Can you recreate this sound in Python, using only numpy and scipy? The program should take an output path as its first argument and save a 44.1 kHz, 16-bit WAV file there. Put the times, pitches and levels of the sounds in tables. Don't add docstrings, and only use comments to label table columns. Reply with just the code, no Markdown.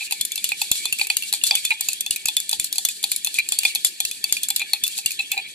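import sys
import numpy as np
from scipy import signal
from scipy.io import wavfile
from scipy.ndimage import uniform_filter1d

SR = 44100
rng = np.random.default_rng(int(sys.argv[2]) if len(sys.argv) > 2 else 0)


def generate_wav(sig):
    pcm = np.round(np.clip(np.atleast_2d(sig).T, -1, 1) * 32767).astype(np.int16)
    wavfile.write(sys.argv[1], SR, pcm)


N = 244314


def gain_of(db):
    return 10 ** (np.asarray(db) / 20)


def summed_db(*db):
    return 10 * np.log10(np.sum(gain_of(db) ** 2))


def evened(x):
    return x / np.sqrt(np.mean(x ** 2) + 1e-20)


def read(points, hz):
    f, value = np.transpose(points)
    return np.interp(np.log(hz + 1), np.log(f + 1), value)


def add(mix, s, sound):
    part = mix[:, round(s * SR):][:, :sound.shape[1]]
    part += sound[:, :part.shape[1]]


def wavering(step_s, depth_db):
    levels = np.interp(np.arange(N) / SR / step_s, np.arange(2000), rng.standard_normal(2000))
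    return gain_of(depth_db * levels)


# pitch_hz, left_lead_rad
PORT_LEAD = [(0, 0), (860, 0.71), (2500, 6.5), (5170, 8), (7150, -1.5), (8700, -16), (10800, -18.5),
             (15100, -32.5)]
# pitch_hz, left_minus_right_db
PORT_BALANCE = [(60, 9), (150, 1), (380, 10), (940, -14.5), (2370, 0.5), (5930, -3), (14900, 11.5)]


def ports(hz, scatter):
    half = gain_of(read(PORT_BALANCE, hz) / 2) * np.exp(.5j * (read(PORT_LEAD, hz) + scatter))
    return np.array([half, 1 / half])


# pitch_hz, correlation (no unit, limited to 0..1 when read)
PORT_LIKENESS = [(60, -0.0014), (180, 0.78), (540, 0.038), (1640, 0.97), (4930, 0.35), (14900, -1.4)]


def wash(spectrum, size, patchy_db):
    hz = np.fft.rfftfreq(size, 1 / SR)
    frames = N * 4 // size + 5
    a, b, c, d, patches = rng.standard_normal((frames, len(hz), 5)).T
    patches = uniform_filter1d(patches, size=6, axis=0)
    patches = evened(uniform_filter1d(patches, size=8, axis=1))
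    same = np.clip(read(PORT_LIKENESS, hz), 0, 1)[:, None]
    left = a + 1j * b
    right = same * left + np.sqrt(1 - same ** 2) * (c + 1j * d)
    spectra = np.array([left, right]) * ports(hz, 0)[..., None]
    spectra *= gain_of(read(spectrum, hz)[:, None] + patchy_db * patches)
    return evened(signal.istft(spectra, nperseg=size, noverlap=size * 3 // 4)[1][:, :N])


# pitch_hz, density_db (per Hz)
ROOM_SPECTRUM = [(15, -55), (25, -27), (228, -8.5), (393, -12.5), (676, -21), (800, -18), (1210, -35),
                 (1760, 0), (1970, -13.5), (2200, -21.5), (2860, -47), (4840, -120)]


def room():
    level_db = -54.5 + np.array([[4.0], [-4.0]])
    return gain_of(level_db) * wash(ROOM_SPECTRUM, size=1024, patchy_db=3.0)


# start_s, level_db (relative)
JOLTS = [(0.207, -43), (0.715, -27.5), (0.927, -40), (1.169, -38.5), (1.437, -43.5), (1.89, -49),
         (2.107, -40), (2.255, -42), (2.596, -38), (3.117, -40.5), (4.05, -43), (4.24, -51), (4.324, -42),
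         (4.832, -44), (5.056, -43.5)]


def thud(s, db):
    x = np.arange(2000) / SR / .0016
    push = x * (1 - x / 2.7) * np.exp(-x)
    return s - .002, gain_of(db + 18.5) * push * gain_of([[0.5], [-17.0]])


def bench(x):
    t = np.arange(6000) / SR
    tail = rng.standard_normal((2, len(t))) * gain_of(-60 * t / 0.17) * (t > .002)
    return signal.oaconvolve(x, tail / np.linalg.norm(tail[0]), axes=1)[:, :N]


# pitch_hz (nominal), level_db (relative), t60_s
GLASS = [
    [(805, -6.5, 0.054), (872, 3, 0.019)],
    [(2400, -13.5, 0.032), (2500, 5.5, 0.033), (2620, -1, 0.014)],
    [(3351, -4.5, 0.04), (3505, -4, 0.078)],
    [(3910, -2, 0.0093), (4034, -3.5, 0.021), (4425, 3, 0.017), (4535, -7.5, 0.016)],
]
# pitch_hz (nominal), level_db (relative), t60_s
ROD = [(5300, -10, .007), (6100, -8, .006), (6800, -4, .009), (7420, -2, .012), (8300, -5, .006),
       (9380, -2, .012), (10200, -1, .007), (11000, -2, .006), (12000, -4, .005), (13000, -6, .005),
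       (13850, -4, .006)]


def modes():
    parts = GLASS + [ROD]
    return *np.concatenate(parts).T, np.repeat(np.arange(len(parts)), [len(rows) for rows in parts])


DRAG_S = 0.036


def drag(column):
    kicks = np.zeros(N)
    kicks[[round(row[0] * SR) for row in BLOWS]] = gain_of([row[column] for row in BLOWS])
    return signal.lfilter([1], [1, -np.exp(-1 / (DRAG_S * SR))], kicks)


SKID_DB = [-7.5, 1.5, -3]
ZONE_TUNING = [0.92, 1, 1.1]
ZONE_S, ZONE_DB = .035, 6


def skids():
    hz, db, t60, part = modes()
    t, out = np.arange(4096) / SR, np.zeros((2, N))
    for k, tuning in [(1, ratio) for ratio in ZONE_TUNING] + [(2, 0.98), (3, 1)]:
        here = part == k
        f = hz[here] * tuning
        rings = np.exp(np.outer(2j * np.pi * f - np.log(1000) / t60[here], t))
        rings *= 1 - np.exp(-t / 0.00051)
        gains = gain_of(db[here] + SKID_DB[k - 1]) * ports(f, 2.3 * rng.standard_normal(len(f)))
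        body = (gains @ rings).real
        slips = gain_of(1.5 * rng.exponential(1, N)) * rng.standard_normal(N)
        slips = wavering(ZONE_S, ZONE_DB) * slips
        out += signal.oaconvolve(slips[None], body, axes=1)[:, :N]
    return evened(out)


# start_s, wall_db (tip pressure on the wall), hiss_db (friction)
SLIDE = [(0.0, -32, -32), (0.29, -45, -47), (0.48, -38, -38), (1.45, -42, -39), (1.56, -34.5, -37.5),
         (2.11, -46, -42.5), (2.19, -42, -41.5), (2.75, -45, -40.5), (2.82, -54, -39), (3.05, -46, -39),
         (3.69, -35, -38), (4.07, -46.5, -39), (4.3, -43.5, -38.5), (4.47, -40.5, -37), (4.64, -39, -41.5),
         (5.0, -42.5, -40.5), (5.43, -36.5, -42.5), (5.54, -43.5, -43.5)]
# pitch_hz, density_db (per Hz)
HISS_SPECTRUM = [(900, -48), (1300, -22.5), (1760, -6), (2200, -19), (3000, 1.5), (4500, 10.5), (5000, 2),
                 (6300, 1), (7300, 9), (9600, 3), (11200, 2.5), (12400, -11), (13900, -1.5), (14600, -54)]
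DRAG_WALL_DB, DRAG_HISS_DB = -22.5, -26
GRIP_S, GRIP_DB = .03, 4


def slide():
    s, wall_db, hiss_db = np.transpose(SLIDE)
    clock = np.arange(N) / SR
    hiss = wash(HISS_SPECTRUM, size=256, patchy_db=1.5)
    wall = gain_of(np.interp(clock, s, wall_db)) + gain_of(DRAG_WALL_DB) * drag(column=3)
    rough = gain_of(np.interp(clock, s, hiss_db)) + gain_of(DRAG_HISS_DB) * drag(column=1)
    return wall * skids() + rough * wavering(GRIP_S, GRIP_DB) * hiss


# start_s, wall_db, wall_pitch_hz, cavity_db, cavity_pitch_hz, length_s
RUBS = [(0.0044, -17, 2500, -36.5, 852, 0.027), (1.512, -23, 2500, -20, 827, 0.025),
        (1.708, -7.5, 2440, -23, 870, 0.018), (3.3812, -10.5, 2390, -68, 896, 0.023),
        (4.598, -16.5, 2440, -37, 787, 0.03), (5.1888, -10, 2586, -34, 805, 0.0177),
        (5.322, -24, 2620, -29, 805, 0.03), (5.365, -18.5, 2456, -21.5, 794, 0.038),
        (5.438, -27.5, 2320, -74, 826, 0.039)]


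def rub(row, luck):
    s, wall_db, wall_hz, cavity_db, cavity_hz, length = row
    slips = luck[:round(length * SR)]
    slips = slips * signal.windows.tukey(len(slips), .15)
    voices = ((wall_hz, wall_db - 3.0, .022),  # Hz, dB, t60 s
              (cavity_hz, cavity_db - 10.0, .05),
              (GLASS[3][1][0], wall_db - 9.5, .015))
    t, sound = np.arange(3000) / SR, 0
    for hz, db, t60 in voices:
        mode = np.exp((2j * np.pi * hz - np.log(1000) / t60) * t) * (1 - np.exp(-t / 0.0014))
        ring = signal.fftconvolve(slips, mode)
        sound = sound + gain_of(db) * (ports(np.array([hz]), 0) * ring / abs(ring).max()).real
    return s, sound


# start_s, rod_db, cavity_db, wall_db, rim_db, wall_pitch_hz (before scatter)
BLOWS = [(0.11,-17,-33,-23,-42,2680),(0.1231,-8.5,-21.5,-22.5,-29,2500),(0.2112,-8.5,-70,-36,-21.5,2500),(.2513,-10,-70,-44,-39,2500),(0.3192,-12.5,-70,-37,-25,2660),(0.3576,-13,-60,-29.5,-50,2720),(0.3778,-18,-33,-29,-26,2610),(.4426,-9.5,-70,-27,-23.5,2860),(0.4902,-12.5,-45,-26,-29,2460),(0.519,-23.5,-26,-16,-43,2500),(0.6163,-9.5,-21.5,-23.5,-25,2585),(0.715,-3.5,-31,-24.5,-14.5,2620),(.756,-19,-70,-28,-33,2640),(0.855,-12,-22,-27,-20,2500),(0.926,-9,-66,-16,-34,2714),(0.9872,-17.5,-49,-25,-40,2400),
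         (0.9962,-21,-60,-17.5,-45,2560),(1.0136,-18,-21,-11.5,-43,2474),(1.07,-17,-40,-25,-45,2720),(1.1008,-14,-17.5,-11.5,-27,2500),(1.1683,-5,-66,-25.5,-40,2800),(1.2241,-16.5,-68,-27,-53,2760),(1.235,-21,-70,-29,-49,2650),(1.3271,-9,-25.5,-33,-48,2590),(1.3367,-9.5,-23.5,-31,-28,2500),(1.414,-45,-56,-26.5,-40,2730),(1.4375,-5,-65,-27,-16.5,2740),(1.467,-10.5,-67,-38,-30,2560),(1.4738,-11.5,-60,-47,-42,2750),(1.4794,-29,-64,-52,-48,2730),(1.4867,-24,-60,-40,-43,2740),(1.5103,-17.5,-14.5,-15,-15,2480),(1.5531,-5.5,-30.5,-18.5,-16,3005),(1.651,-8.5,-48,-27,-24,2620),(1.7061,-22,-33,-16.5,-48,2455),(1.809,-9,-34,-30.5,-39,2480),(1.8865,-7.5,-35.5,-22,-37,2620),(1.932,-13.5,-70,-33.5,-42,2680),
         (2.008,-9.5,-70,-34,-25.5,2620),(2.0634,-16,-31,-29,-23.5,2620),(2.108,-6.5,-60,-24.5,-30,2830),(2.161,-12.5,-90,-25,-51,2524),(2.2563,-7.5,-42,-25.5,-40,2590),(2.271,-20.5,-70,-41,-43,2580),(2.285,-12,-19.5,-19.5,-19,2550),(2.367,-6,-70,-33,-16,2500),(2.4019,-12.5,-70,-57,-35,2500),(2.493,-11.5,-61,-40,-25,2410),(2.513,-13.5,-42,-39,-44,2640),(2.5297,-13.5,-19.5,-28,-23,2560),(2.598,-7.5,-53,-26.5,-27.5,2500),(2.6436,-10,-68,-50,-35,2440),(2.7269,-9.5,-58,-45,-30.5,2500),(2.7578,-15.5,-39,-33.5,-45,2500),(2.7823,-7.5,-23,-30,-20.5,2460),(2.8504,-3.5,-64,-32,-23,2860),(2.8876,-12.5,-67,-26,-28,2500),
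         (3.029,-15.5,-47,-50,-30,2540),(3.04,-9.5,-20.5,-26,-25,2555),(3.117,-7,-67,-24.5,-33,2390),(3.132,-25,-70,-40,-37,2500),(3.1623,-12,-59,-33,-43,2390),(3.247,-10,-70,-33,-28,2500),(3.264,-17,-60,-32,-42,2600),(3.2712,-14,-25.5,-28,-25,2630),(3.3425,-17,-45,-51,-28,2500),(3.387,-12,-68,-13.5,-42,2417),(3.4883,-10.5,-85,-39,-37,2460),(3.5214,-9,-21.5,-24.5,-22,2490),(3.5881,-4,-43,-32,-36,2490),(3.6339,-15.5,-36,-21,-30,2500),(3.6514,-12.5,-18.5,-8,-17,2426),(3.75,-9.5,-32,-36,-32,2550),(3.7564,-13.5,-23.5,-22,-34,2500),(3.8476,-2.5,-34,-31.5,-18,2400),
         (4.003,-8.5,-22.5,-27,-22,2430),(4.0512,-9,-70,-29,-36,2640),(4.1126,-15.5,-70,-30,-30,2500),(4.2413,-9,-23,-20,-25,2525),(4.295,-33,-70,-33,-32,2600),(4.3246,-3,-41,-29.5,-21,2470),(4.368,-17,-70,-22,-34,2420),(4.433,-9.5,-85,-40,-27,2420),(4.4859,-13,-47,-38,-45,2620),(4.5031,-8,-21,-29,-22,2460),(4.562,-6,-56,-24,-28,2750),(4.596,-17,-57,-32,-26,2380),(4.6178,-24,-31,-23,-28,2580),(4.7338,-10,-15.5,-18.5,-26,2620),(4.8375,-5.5,-70,-32,-17,2540),(4.8665,-16,-70,-24.5,-52,2690),(4.8781,-11.5,-88,-56,-51,2660),(4.886,-29,-70,-45,-46,2550),(4.9784,-19,-46,-38,-53,2340),(4.9867,-19,-31,-28,-36,2620),
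         (5.0601,-7,-70,-21,-27,2740),(5.1077,-16.5,-70,-28.5,-47,2520),(5.118,-17,-70,-43,-50,2470),(5.1936,-22.5,-28,-19,-29.5,2490),(5.3171,-8.5,-42,-21.5,-26,2640),(5.3776,-25.5,-31,-20,-48,2500)]
# radiation_db, left_minus_right_db, pitch_scatter (ratio),
# contact_share (ratio), port_phase_scatter_rad
PARTS = [(-7.5, 7, 0.02, 1.88, 0.32), (3.5, -3.5, 0.011, 1.22, 1.64), (7, 4.5, 0.0048, 0.74, 0.8),
         (3.5, 3.5, 0.032, 0.71, 0.78), (5, -0.5, 0.036, 0.57, 2.26)]
SPOT_DB = [3, 2, 2, 3, 3]
BASE_FROM_ROD_DB, BASE_FROM_WALL_DB, BASE_FROM_CAVITY_DB = -10.5, -9, 9
CONTACT_MS, CONTACT_MS_PER_DB, CONTACT_SCATTER = 1.91, 0.09, 0.33
KNOCK_DB, KNOCK_SLOPE = 26.5, 5.77
GLANCE_DB, RIM_TILT_DB = -45.5, 2


def blow(row, luck):
    s, rod_db, cavity_db, wall_db, rim_db, wall_hz = row
    base_db = summed_db(BASE_FROM_ROD_DB + rod_db, BASE_FROM_WALL_DB + wall_db,
                        BASE_FROM_CAVITY_DB + cavity_db)
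    part_db = np.array([cavity_db, wall_db, rim_db, base_db, rod_db])
    contact_ms = (CONTACT_MS + CONTACT_MS_PER_DB * rod_db) * np.exp(CONTACT_SCATTER * luck[79])
    hz, db, t60, part = modes()
    gain_db, pan_db, scatter, brief, spread = np.transpose(PARTS)[:, part]
    upper = np.sign(hz - hz[part == 2].mean())
    db = db + RIM_TILT_DB * (part == 2) * upper * (cavity_db < GLANCE_DB)
    tune, spot, side = luck[:3 * len(hz)].reshape(3, -1)
    hz = np.where(part == 1, hz * wall_hz / GLASS[1][1][0], hz)
    hz = hz * (1 + scatter * tune)

    t = np.arange(3072) / SR
    turn = np.exp(2j * np.pi * np.outer(hz, t))
    u = np.outer(1000 / np.clip(contact_ms * brief, .2, 9), t[:1000])
    chatter = luck[-1000:] * u * np.exp(-u ** 2)
    at_mode = abs((chatter / turn[:, :1000]).sum(1, keepdims=True))
    chatter /= at_mode + 0.21 * np.linalg.norm(chatter, axis=1, keepdims=True)
    rings = turn * np.exp(-np.outer(np.log(1000) / t60, t)) * (1 - np.exp(-t / 0.00093))
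    rings = np.fft.ifft(np.fft.fft(rings) * np.fft.fft(chatter, len(t)))
    share_db = db + gain_db + part_db[part] + np.array(SPOT_DB)[part] * spot
    share = gain_of(share_db + np.outer([.5, -.5], pan_db))
    sound = ((share * ports(hz, spread * side)) @ rings).real

    t, u = t[:899], u[:, :899]
    crack = u[-1] * np.exp(-u[-1] ** 2)
    bounces = gain_of(5.8 * np.interp(t, np.arange(20) / 1000, luck[80:100]))
    rattle = gain_of(-6.0) * bounces * (1 - np.exp(-t / 0.0024)) * np.exp(-(t / 0.0066) ** 2)
    snap = np.diff(luck[100:1900].reshape(2, 900), axis=1) * (crack + rattle)
    sound[:, :899] += gain_of(rod_db - 6.5) * (snap + 0.16 * snap[::-1])
    knock = np.diff(uniform_filter1d(luck[1000:1900], size=12), n=1)
    knock = knock * u[1] * np.exp(-(u[1] * 2) ** 2)
    sound[:, :899] += gain_of(KNOCK_DB + KNOCK_SLOPE * rod_db) * knock
    return s - .0006, sound


def scene():
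    clinks = np.zeros((2, N))
    for row, luck in zip(BLOWS, rng.standard_normal((len(BLOWS), 2900))):
        add(clinks, *blow(row, luck))
    for row, luck in zip(RUBS, rng.standard_normal((len(RUBS), 4000))):
        add(clinks, *rub(row, luck))
    mix = clinks + gain_of(-13.5) * bench(clinks) + slide()
    mix += room()
    for row in JOLTS:
        add(mix, *thud(*row))
    return mix


LOW_CUT_HZ, TREBLE_CUT_HZ, EDGE_HZ = 79, 14100, 15470


def record(dry):
    treble = signal.firwin2(255, [0, TREBLE_CUT_HZ, TREBLE_CUT_HZ + 500, SR / 2], [1, 1, .015, .002], fs=SR)
    edge = signal.firwin(511, EDGE_HZ, window=("kaiser", 9), fs=SR)
    clipped = np.tanh(dry)
    cut = signal.lfilter(*signal.butter(1, LOW_CUT_HZ, "high", fs=SR), clipped)
    return signal.oaconvolve(cut, np.convolve(treble, edge)[None], "same")


dry = scene()
out = record(dry)
generate_wav(out)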